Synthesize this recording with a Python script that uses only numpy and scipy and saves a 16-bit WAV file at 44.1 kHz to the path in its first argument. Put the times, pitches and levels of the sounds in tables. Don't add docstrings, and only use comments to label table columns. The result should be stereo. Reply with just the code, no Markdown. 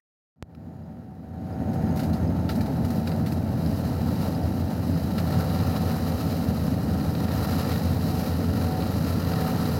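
import sys
import numpy as np
from scipy import signal
from scipy.fft import rfft, irfft, next_fast_len
from scipy.io import wavfile
from scipy.ndimage import uniform_filter1d

SR = 44100
rng = np.random.default_rng(int(sys.argv[2]) if len(sys.argv) > 2 else 0)


def to_wav(s):
    ch = np.atleast_2d(s).T
    pcm = np.round(np.clip(ch, -1, 1) * 32767)
    wavfile.write(sys.argv[1], SR, pcm.astype(np.int16))


N = 431738
TIME = np.arange(N) / SR
SIZE = next_fast_len(N, real=True)
FREQ = np.maximum(np.fft.rfftfreq(SIZE, 1 / SR), 1)

# t/s, tumbling beets level/dB, soil and leaf spray level/dB
CROP_SURGES = [(1.7, -46.5, -57.5), (2.4, -46, -56), (2.7, -45.5, -51.5), (3.1, -44.5, -50),
               (3.35, -47, -53.5), (3.72, -44.5, -47), (4.1, -42, -47), (4.25, -41, -43.5),
               (4.38, -44, -49), (5.05, -43.5, -47), (5.4, -37.5, -44), (5.65, -38, -43.5),
               (6.3, -41, -43.5), (6.8, -42.5, -47), (7.25, -39.5, -45), (7.43, -36, -40.5),
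               (7.7, -37.5, -41.5), (7.95, -40.5, -44), (8.21, -38.5, -40), (8.35, -41, -45),
               (8.8, -39, -44), (9.1, -39.5, -43), (9.31, -35, -41.5), (9.79, -38.5, -42)]
# f/Hz, level/dB
CLANK_COLOUR = [(600, -20), (1400, 9.5), (2300, 5), (3300, 2), (4100, 7), (5000, 5.5), (6500, -17.5),
                (9000, -14)]


def undb(db):
    return 10 ** (np.asarray(db) / 20)


def unit(x):
    return x / np.sqrt(np.mean(x ** 2))


def curves(rows):
    times, *columns = np.transpose(rows)
    return [np.interp(TIME, times, column) for column in columns]


def response(points):
    hz, db = np.transpose(points)
    return undb(np.interp(np.log(FREQ), np.log(hz), db))


def filtered(x, gain):
    return irfft(rfft(x, SIZE) * gain, SIZE)[..., :N]


def colour(x, points):
    cepstrum = irfft(np.log(response(points)), SIZE)
    cepstrum[1:SIZE // 2] *= 2
    cepstrum[SIZE // 2 + 1:] = 0
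    return unit(filtered(x, np.exp(rfft(cepstrum))))


def walk(rate_hz):
    return unit(filtered(rng.standard_normal(N), 1 / (1 + (FREQ / rate_hz) ** 4)))


def grains(per_s, spread_db, channels=1):
    hit = rng.random((channels, N)) < per_s / SR
    sign, size = rng.standard_normal((2, channels, N))
    return unit(hit * np.sign(sign) * undb(spread_db * np.clip(size, -2, 2)))


def strike(start_s, attack_s, decay_s):
    envelope = np.zeros(N)
    start = int(start_s * SR)
    age = TIME[:min(SR // 4, N - start)]
    envelope[start:start + len(age)] = (1 - np.exp(-age / attack_s)) * np.exp(-age / decay_s)
    return envelope


def turns(hz, wander):
    return 2 * np.pi * np.cumsum(hz * (1 + wander * walk(1.95))) / SR


def tones(phase, orders, load, flutter_db, flutter_hz):
    hum = np.zeros(N)
    for harmonic, empty_db, loaded_db in orders:
        db = empty_db + load * (loaded_db - empty_db) + flutter_db * walk(flutter_hz)
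        hum += undb(db) * np.sqrt(2) * np.sin(harmonic * phase + 2 * np.pi * rng.random())
    return hum


def fullness(empty_db=-46, full_db=-39):
    beets_db, _ = curves(CROP_SURGES)
    return np.clip((beets_db - empty_db) / (full_db - empty_db), 0, 1)


def diesel(load, firing_hz=82.5):
    orders = [(1, -38, -39), (2, -33.5, -33), (3, -51, -62), (4, -55, -52)]
    return tones(turns(firing_hz, wander=0.00079), orders, load, flutter_db=0.8, flutter_hz=16)


def leaf_rotor(rotor_phase, load):
    orders = [(2, -35.5, -32), (5, -36.5, -41.5)]
    return tones(rotor_phase, orders, load, flutter_db=1.66, flutter_hz=10)


def body_rumble(level_db=-26, swell_db=0.55):
    # f/Hz, level/dB
    panel_colour = [(15, -44.5), (25, -40), (43, -30), (69, -7), (86, -1.5), (118, -2), (166, -3),
                    (254, -3), (352, -16.5), (400, -31.5), (520, -41), (880, -120)]
    panels = colour(grains(per_s=3000, spread_db=3.5)[0], panel_colour)
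    return undb(level_db + swell_db * walk(9)) * panels


def fan(load, waver_db=1.0):
    # t/s, f/Hz, level/dB
    whine_path = [(.6, 760, -48), (1.1, 750.4, -43), (1.8, 759, -42.5), (2.44, 755.4, -49),
                  (3.14, 753, -44), (3.7, 757, -51), (4.4, 756.5, -44.5), (4.95, 755, -49.5),
                  (5.4, 758.4, -44), (5.9, 754, -42), (6.15, 754, -46), (6.55, 758, -51), (7.55, 750, -43),
                  (7.85, 752, -50.5), (8.2, 751, -41.5), (8.41, 753, -53.5), (8.73, 749, -37),
                  (9.09, 747, -56), (9.43, 752, -38), (9.79, 752, -48)]
    orders = [(1, -48, -56)]
    hz, db = curves(whine_path)
    blade_phase = turns(hz / 2, wander=0.00063)
    whine = undb(db + waver_db * walk(7.6)) * np.sqrt(2) * np.sin(2 * blade_phase)
    return whine + tones(blade_phase, orders, load, flutter_db=-1.0, flutter_hz=9.5)


def pump(load, hose_hz=880, hose_width_hz=8.3, hose_db=6.5):
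    # t/s, f/Hz
    piston_rate = [(.5, 218.2), (1.6, 217.5), (2.5, 219.8), (3.3, 217.9), (4.2, 219.6), (5.2, 217.6),
                   (6.3, 218.2), (9.79, 217.6)]
    orders = [(2, -55.5, -42.5), (3, -47.5, -55), (4, -54, -59.5)]
    hz, = curves(piston_rate)
    phase = turns(hz, wander=0.001402)
    whine = np.zeros(N)
    for order in orders:
        detuning = 2 * (order[0] * hz - hose_hz) / hose_width_hz
        resonance = undb(hose_db / (1 + detuning ** 2))
        whine += resonance * tones(phase, [order], load ** 2, flutter_db=1.0, flutter_hz=8.2)
    return whine


def bearing(waver_db=0.5, whistle_hz=10530, whistle_db=-76):
    # t/s, f/Hz, level/dB
    squeal_path = [(.5, 6820, -75), (.7, 6780, -68), (1.05, 6700, -75), (1.7, 6560, -68), (2.4, 6360, -68),
                   (2.6, 6380, -88)]
    hz, db = curves(squeal_path)
    squeal = undb(db + waver_db * walk(9)) * walk(200) * np.sin(turns(hz, wander=0.0073))
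    whistle = undb(whistle_db) * walk(120) * np.sin(turns(whistle_hz, wander=0.0026))
    return np.sqrt(2) * (squeal + whistle)


def chain_rattle(load, empty_db=-39.5, loaded_db=-38.5, flutter_db=1.18):
    # f/Hz, level/dB
    rattle_colour = [(220, -18.5), (380, -10.5), (405, -6), (608, -4), (668, -7.5), (700, -7.5),
                     (768, -8.5), (818, -9), (885, -12.5), (927, -12), (1190, -34), (1460, -20),
                     (3240, -37.5), (6660, -47), (16000, -48)]
    db = empty_db + load * (loaded_db - empty_db) + flutter_db * walk(19)
    return undb(db) * colour(grains(per_s=12000, spread_db=0, channels=2), rattle_colour)


def steel_ring(impacts):
    # f/Hz, width/Hz, level/dB relative to the dry impact
    steel_modes = [(1343, 106, 5.5), (1870, 250, -1), (2347, 67, -1), (2782, 430, -3.5), (3880, 220, -1.5),
                   (4150, 130, -5), (4730, 390, -11)]
    ringing = sum(undb(db) / (1 + 2j * (FREQ - hz) / width) for hz, width, db in steel_modes)
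    return impacts.std() * unit(filtered(impacts, 1 + ringing))


def crop(rotor_phase, knock_s=0.0045, knock_db=-14):
    # f/Hz, level/dB
    beet_colour = [(300, -25), (480, 15), (700, 2.5), (1050, 1.5), (1320, -1.5), (1600, -5.5), (1850, -4.5),
                   (2200, -16), (2800, -18.5), (3400, -19), (6000, -41)]
    # f/Hz, level/dB
    spray_colour = [(1500, -12.5), (2750, -7.5), (3100, -7), (3500, -12.5), (3900, -3.5), (4150, -3),
                    (4500, -4), (4900, -3), (6000, -8), (8600, -14), (10500, -8.5), (13000, -5.5),
                    (16000, -10)]
    beets_db, spray_db = curves(CROP_SURGES)
    tumble = colour(grains(per_s=1500, spread_db=1.5, channels=2), beet_colour)
    hits = np.abs(grains(per_s=60, spread_db=0.5))
    blows = signal.lfilter([1], [1, -np.exp(-1 / (knock_s * SR))], hits)
    knocks = colour(blows * rng.standard_normal((2, N)), CLANK_COLOUR)
    beets = steel_ring(tumble + fullness() * undb(knock_db) * knocks)
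    spray = steel_ring(colour(grains(per_s=7000, spread_db=-0.5, channels=2), spray_colour))
    flicker = undb(0.96 * walk(18.5) + 0.89 * walk(83))
    pulse = 1 + 0.043 * np.sin(rotor_phase)
    return flicker * pulse * (undb(beets_db) * beets + undb(spray_db) * spray)


def mic_click(start_s=0.4257, step_db=-20, low_hz=70, high_hz=9000):
    step = undb(step_db) * (TIME > start_s)
    swing = signal.sosfilt(signal.butter(4, low_hz, "highpass", fs=SR, output="sos"), step)
    return signal.sosfilt(signal.butter(1, high_hz, fs=SR, output="sos"), swing)


def stones(attack_s=0.00047, grit_stretch=2.3):
    # t/s, clank level/dB, grit level/dB, clank decay/s
    hits = [(0.549, -27.5, -46, .0024), (1.732, -48, -50, .009), (1.96, -43, -46, .006),
            (1.972, -42, -49, 0.011), (1.993, -39, -49.5, 0.024), (2.032, -46, -55, 0.022),
            (2.131, -42.5, -53, 0.021), (2.491, -32.5, -44.5, 0.021), (2.554, -46, -48, .011),
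            (2.608, -36.5, -50, 0.0097), (2.66, -40, -53, .008), (2.847, -40.5, -45, .01),
            (2.904, -43, -48, .014), (3.073, -28.5, -43, 0.0053), (3.116, -38.5, -51, .009),
            (3.161, -45, -49, 0.0048), (3.261, -40, -45.5, 0.024), (3.321, -36, -42, 0.0045),
            (5.18, -34, -45, 0.016), (5.771, -38, -45, .004), (7.151, -32, -49, .003),
            (7.242, -32.5, -53, 0.0047), (7.317, -33, -47, .003), (7.715, -33, -53, 0.013)]
    # f/Hz, level/dB
    grit_colour = [(3000, -28), (5000, 7), (8500, -0.5), (12500, 6), (16000, 0.5)]
    clank_envelope = sum(undb(db) * strike(t, attack_s, decay) for t, db, _, decay in hits)
    grit_envelope = sum(undb(db) * strike(t, attack_s, grit_stretch * decay) for t, _, db, decay in hits)
    clanks = clank_envelope * colour(rng.standard_normal((2, N)), CLANK_COLOUR)
    grit = grit_envelope * colour(grains(per_s=4000, spread_db=3.5, channels=2), grit_colour)
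    return steel_ring(clanks) + grit


def clinks(ring_hz=4950, attack_s=0.0016, decay_s=0.0071):
    # t/s, level/dB
    touches = [(0.8325, -42), (1.5249, -43), (1.8865, -45), (2.1394, -44), (2.2742, -47), (3.6611, -39),
               (4.35, -38), (4.4303, -41), (4.9443, -39)]
    envelope = sum(undb(db) * strike(t, attack_s, decay_s) for t, db in touches)
    return envelope * walk(220) * np.sin(2 * np.pi * ring_hz * TIME)


def weak_side(near, scattered, port_hz=1900, port_width_hz=70, port_db=7, scatter_hz=1100, lag_s=0.00018):
    # f/Hz, loss/dB
    side_loss = [(60, 32.5), (250, 30), (400, 27), (700, 20.5), (1150, 12), (1400, 16), (1750, 18),
                 (2300, 12.5), (3300, 18), (4100, 24.5), (5000, 25.5), (6700, 15), (9000, 20.5),
                 (14000, 14)]
    resonance = 1 + (undb(port_db) - 1) / (1 + (2 * (FREQ - port_hz) / port_width_hz) ** 2)
    gain = resonance / response(side_loss) * np.exp(-2j * np.pi * FREQ * lag_s)
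    shared = 1 / (1 + (FREQ / scatter_hz) ** 2)
    return filtered(near, gain * np.sqrt(shared)) + filtered(scattered, gain * np.sqrt(1 - shared))


def scene(rotor_hz=44.45, load_smoothing_s=1.5, clatter_fade_depth=1.05, mic_db=5.5):
    # t/s, level/dB
    fade_in = [(.36, -37.5), (.5, -21), (.66, -13.5), (1.22, -14), (1.5, -5.5), (1.8, 1), (2.9, 0)]
    fade_db, = curves(fade_in)
    load = uniform_filter1d(fullness(), int(load_smoothing_s * SR))
    rotor_phase = turns(rotor_hz, wander=0.0011)
    drone = diesel(load) + leaf_rotor(rotor_phase, load) + body_rumble()
    machine = undb(fade_db) * (drone + fan(load) + pump(load) + bearing() + clinks())
    impacts = chain_rattle(load) + crop(rotor_phase) + stones()
    clatter, scattered = undb(clatter_fade_depth * fade_db) * impacts
    mic_gain = undb(mic_db) * (TIME > fade_in[0][0])
    near = mic_gain * (machine + clatter)
    return np.array([near + mic_gain * mic_click(), weak_side(near, mic_gain * scattered)])


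def record(dry):
    return signal.sosfilt(signal.ellip(10, .2, 70, 15900, fs=SR, output="sos"), dry)


dry = scene()
out = record(dry)
to_wav(out)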